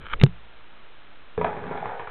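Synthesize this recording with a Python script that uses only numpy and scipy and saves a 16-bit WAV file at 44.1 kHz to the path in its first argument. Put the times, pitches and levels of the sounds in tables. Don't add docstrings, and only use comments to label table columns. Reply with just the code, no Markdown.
import sys
import numpy as np
from scipy import signal
from scipy.fft import rfft, irfft
from scipy.io import wavfile

SR = 44100
rng = np.random.default_rng(int(sys.argv[2]) if len(sys.argv) > 2 else 0)


def wav_record(signal):
    frames = np.transpose(np.atleast_2d(signal))
    bounded = np.clip(frames, -1, 1)
    quanta = np.round(bounded * 32767).astype(np.int16)
    wavfile.write(sys.argv[1], SR, quanta)


N = 92610
T = np.arange(N) / SR

# t/s, note level/dB, note f/Hz, swell time/s, chatter level/dB
BOUNCES = [(1.377, -19.5, 456, 0.0054, -32), (1.4125, -18.5, 542, 0.0014, -26),
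           (1.4448, -16.5, 685, 0.0018, -20.5)]


def snap():
    # t/s, level/dB, own tone f/Hz, T60/s, knock level/dB
    clicks = [(.199, -27.5, 2440, .014, -65), (.2141, -14.5, 2310, 0.012, -16.5),
              (0.237, -3.5, 3220, 0.0022, -32), (0.2637, -25, 1630, 0.0069, -21)]
    # f/Hz, level/dB
    click_modes = [(1500, -12), (2100, 2), (2680, 4.5), (3650, 1.5)]
    # f/Hz, level/dB, T60/s
    knock_modes = [(70, -5, 0.028), (194, -7, 0.079), (414, -16, 0.052), (751, -8, .008)]
    # f/Hz, level/dB, T60/s
    thump_modes = [(137, 1.5, 0.071), (171.2, -25.5, 0.24), (55, -39.5, 0.84), (106, -29.5, 0.28),
                   (370, -21, 0.086)]
    tone_db, thump_db, push_db = 2.5, 2, -2.5
    thump_at_s, push_s, release_s = 0.2366, 0.0045, 0.0012
    knock = struck(knock_modes, rise_s=0.00047)
    out = 0
    for s, db, hz, t60, knock_db in clicks:
        modes = [(f, level, t60) for f, level in click_modes + [(hz, tone_db)]]
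        click = small_radiator(struck(modes, rise_s=0.0002))
        out += delayed(from_db(db) * click + from_db(knock_db) * knock, s)
    push = np.interp(T - thump_at_s, [-push_s, 0, release_s], [0, 1, 0])
    thump = delayed(struck(thump_modes, rise_s=0.00014), thump_at_s)
    return out - from_db(push_db) * push + from_db(thump_db) * thump


def rubbing():
    # t/s, peak level/dB
    slips = [(.048, -38.5), (.057, -31.5), (0.0663, -26), (.085, -31.5), (.099, -33.5), (0.106, -44),
             (0.1155, -36), (0.1218, -39.5), (0.1322, -20), (0.1365, -25), (0.1356, -12.5), (.1388, -22.5)]
    # t/s, level/dB
    friction_levels = [(0, -48), (.04, -51), (.09, -45), (.137, -38.5), (.15, -60.5), (.21, -60),
                       (.219, -42.5), (.236, -32.5), (.25, -67.5), (.268, -53), (.285, -62)]
    # f/Hz, level/dB, T60/s
    slip_modes = [(1020, -12, 0.0091), (1337, 1.5, 0.0085), (1566, -9.5, 0.011), (2240, -3.5, 0.0074),
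                  (3010, -5, 0.0067)]
    body = small_radiator(struck(slip_modes, rise_s=0.00044))
    friction = rms_one(convolve(grains(per_s=560, spread_db=1.1), body))
    return gains(friction_levels)[0] * friction + sum(from_db(db) * delayed(body, s) for s, db in slips)


def bouncing():
    # f/Hz, level/dB, T60/s
    thud_modes = [(92, 3, 0.081), (125, 2.5, 0.062), (172, -0.5, 0.13), (230, -6.5, 0.17)]
    # f/Hz, level/dB, T60/s
    edge_modes = [(1620, 1, 0.016), (2030, -4, 0.019), (2370, 0, .016), (3510, -6.5, .012)]
    # f/Hz, level/dB, T60/s
    clack_modes = [(753, -2.5, .05), (900, -3.5, 0.032), (1230, 0, 0.036)]
    thud_loss_db, clack_growth_db = 5, 8.5
    thud = from_db(-26.5) * struck(thud_modes, rise_s=0.0049)
    tick = from_db(-32) * struck(edge_modes, rise_s=0.00092)
    clack = from_db(-39) * struck(clack_modes, rise_s=0.0024)
    out = contacts(BOUNCES)
    for k, (s, *_) in enumerate(BOUNCES):
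        blow = tick + from_db(-thud_loss_db * k) * thud + from_db(clack_growth_db * k) * clack
        out += delayed(blow, s)
    return out


def rolling(swell_s=0.0013):
    # t/s, rattle level/dB, rumble level/dB
    roll_levels = [(1.44, -63, -75), (1.46, -29.5, -39.5), (1.485, -36, -44), (1.54, -43.5, -44.5),
                   (1.62, -41.5, -44), (1.72, -37.5, -41), (1.80, -42, -49.5), (1.87, -36.5, -46.5),
                   (1.97, -44.5, -64), (2.03, -40, -80), (2.1, -50.5, -91)]
    # f/Hz, level/dB
    rattle_spectrum = [(100, -25), (300, -15.5), (450, 1), (600, -4.5), (850, 2), (1120, -7.5), (1600, -6),
                       (2000, -14), (2450, -15.5), (2850, -28.5), (3500, -24), (4200, -46)]
    # f/Hz, level/dB
    rumble_spectrum = [(35, -23.5), (85, -9.5), (180, -3.5), (290, -8.5), (450, -6), (700, -22),
                       (1500, -53.5)]
    # t/s, note level/dB, note f/Hz, chatter level/dB
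    bumps = [(1.499, -33.5, 1200, -42.5), (1.566, -26.5, 609, -33.5), (1.638, -30, 1550, -38),
             (1.711, -22.5, 460, -39), (1.727, -36, 750, -38), (1.754, -23.5, 788, -48),
             (1.775, -29, 1204, -31), (1.828, -23, 793, -60), (1.8556, -24.5, 890, -30),
             (1.871, -48, 930, -39.5), (1.919, -24.5, 813, -45.5), (1.995, -35.5, 960, -32),
             (2.072, -29.5, 1457, -33)]
    rattle_gain, rumble_gain = gains(roll_levels)
    rattle = rattle_gain * shaped(grains(per_s=700, spread_db=2), rattle_spectrum)
    rumble = rumble_gain * shaped(grains(per_s=700, spread_db=2), rumble_spectrum)
    blows = contacts([(s, db, hz, swell_s, chatter_db) for s, db, hz, chatter_db in bumps])
    return (rattle + rumble) * (T > roll_levels[0][0]) + blows


def contacts(rows, chatter_s=0.0027):
    # f/Hz, level/dB
    chatter_spectrum = [(40, -24), (90, 5), (190, -9), (290, -7), (430, -2), (900, 6), (1230, 5.5),
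                        (1420, -5.5), (1700, -2.5), (2000, -6.5), (2400, -7), (2850, -18.5), (3500, -20),
                        (4200, -31)]
    out, t = np.zeros(N + SR), T[:SR // 10]
    edge = colour(chatter_spectrum)
    burst = np.sqrt(t / chatter_s) * np.exp(1 - t / chatter_s)
    for s, note_db, hz, swell_s, chatter_db in rows:
        note = t / swell_s * np.exp(1 - t / swell_s) * np.sin(2 * np.pi * hz * t)
        chatter = signal.fftconvolve(burst * rng.choice([-1, 1], len(t)), edge)[:len(t)]
        chatter *= np.linalg.norm(burst) / np.linalg.norm(chatter)
        start = int(s * SR)
        out[start:start + len(t)] += from_db(note_db) * note + from_db(chatter_db) * chatter
    return out[:N]


def floor_and_room(x, places=6, room_t60_s=0.26, delay_s=0.0062):
    # f/Hz, gain/dB, T60/s
    floor_modes = [(169.3, 4.5, 0.12), (424.4, 7.5, 0.21), (647.7, 5, 0.22), (723.4, 3, .25),
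                   (801, 5, 0.45), (840, 1.5, 0.3), (961, 4.5, .22), (1175, -1, .2), (1713, 2.5, 0.2)]
    out = sum(from_db(db) * resonance(x, hz, t60) for hz, db, t60 in floor_modes)
    passing_s, t = np.linspace(BOUNCES[0][0], T[-1], places), T[:SR // 2]
    for share in np.eye(places):
        tail = rng.standard_normal(len(t)) * from_db(-60 * t / room_t60_s) * (t > delay_s)
        out += convolve(x * np.interp(T, passing_s, share), tail / np.linalg.norm(tail))
    return out


def handling():
    # t/s, level/dB
    levels = [(0, -30.5), (.11, -40.5), (.145, -24.5), (.18, -34.5), (.22, -23.5), (.28, -46), (.36, -65),
              (.5, -53)]
    # f/Hz, level/dB
    spectrum = [(15, -0.5), (40, -17.5), (80, -23), (200, -37.5), (500, -32), (1500, -72.5)]
    return gains(levels)[0] * shaped(rng.standard_normal(N), spectrum)


def hiss():
    # f/Hz, level/dB
    spectrum = [(30, -3), (140, 1.5), (400, 1.5), (1000, 2), (2000, -0.5), (3000, -2.5), (4000, -6)]
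    return from_db(-50) * shaped(rng.standard_normal(N), spectrum)


def struck(modes, rise_s):
    x = sum(from_db(db - 60 * T / t60) * np.sin(2 * np.pi * hz * T) for hz, db, t60 in modes)
    x *= 1 - np.exp(-T / rise_s)
    return x / np.abs(x).max()


def small_radiator(x, cutoff_hz=950):
    return signal.sosfilt(signal.butter(3, cutoff_hz, "high", fs=SR, output="sos"), x)


def grains(per_s, spread_db):
    sizes = from_db(spread_db * np.minimum(rng.exponential(1, N), 4)) * rng.choice([-1, 1], N)
    return sizes * (rng.random(N) < per_s / SR)


def resonance(x, hz, t60):
    r = from_db(-60 / (t60 * SR))
    feedback = [1, -2 * r * np.cos(2 * np.pi * hz / SR), r * r]
    return signal.lfilter(np.array([1, 0, -1]) * (1 - r * r) / 2, feedback, x)


def colour(spectrum, size=4096):
    hz, db = np.transpose(spectrum)
    bins_hz = np.arange(size + 1) * SR / size / 2
    magnitude = from_db(np.interp(np.log(bins_hz + 1), np.log(hz), db))
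    cepstrum = irfft(np.log(magnitude))
    cepstrum[1:size] *= 2
    return irfft(np.exp(rfft(cepstrum[:size], 2 * size)))[:size]


def shaped(x, spectrum):
    return rms_one(convolve(x, colour(spectrum)))


def convolve(x, response):
    return signal.fftconvolve(x, response)[:N]


def delayed(x, s):
    return np.interp(T - s, T, x, left=0)


def gains(rows):
    s, *columns = np.transpose(rows)
    return [from_db(np.interp(T, s, db)) for db in columns]


def rms_one(x):
    return x / np.sqrt(np.mean(x ** 2) + 1e-20)


def from_db(db):
    return 10 ** (np.asarray(db) / 20)


def scene():
    landing, roll = bouncing(), rolling()
    ringing = floor_and_room(from_db(-1) * landing + from_db(-0.5) * roll)
    noise_floor = hiss()
    return (snap() + rubbing() + landing + roll + ringing + handling() + noise_floor)[None]


def record(dry, band_hz=4070, offset=0.0105, ceiling=0.71, stopband_hz=15900):
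    taps = signal.firwin(201, band_hz, window=("kaiser", 7), fs=SR)
    narrow = signal.fftconvolve(dry, taps[None], mode="same") + offset
    clipped = narrow / (1 + (narrow / ceiling) ** 40) ** (1 / 40)
    return signal.sosfilt(signal.cheby2(12, 70, stopband_hz, fs=SR, output="sos"), clipped)


dry = scene()
out = record(dry)
wav_record(out)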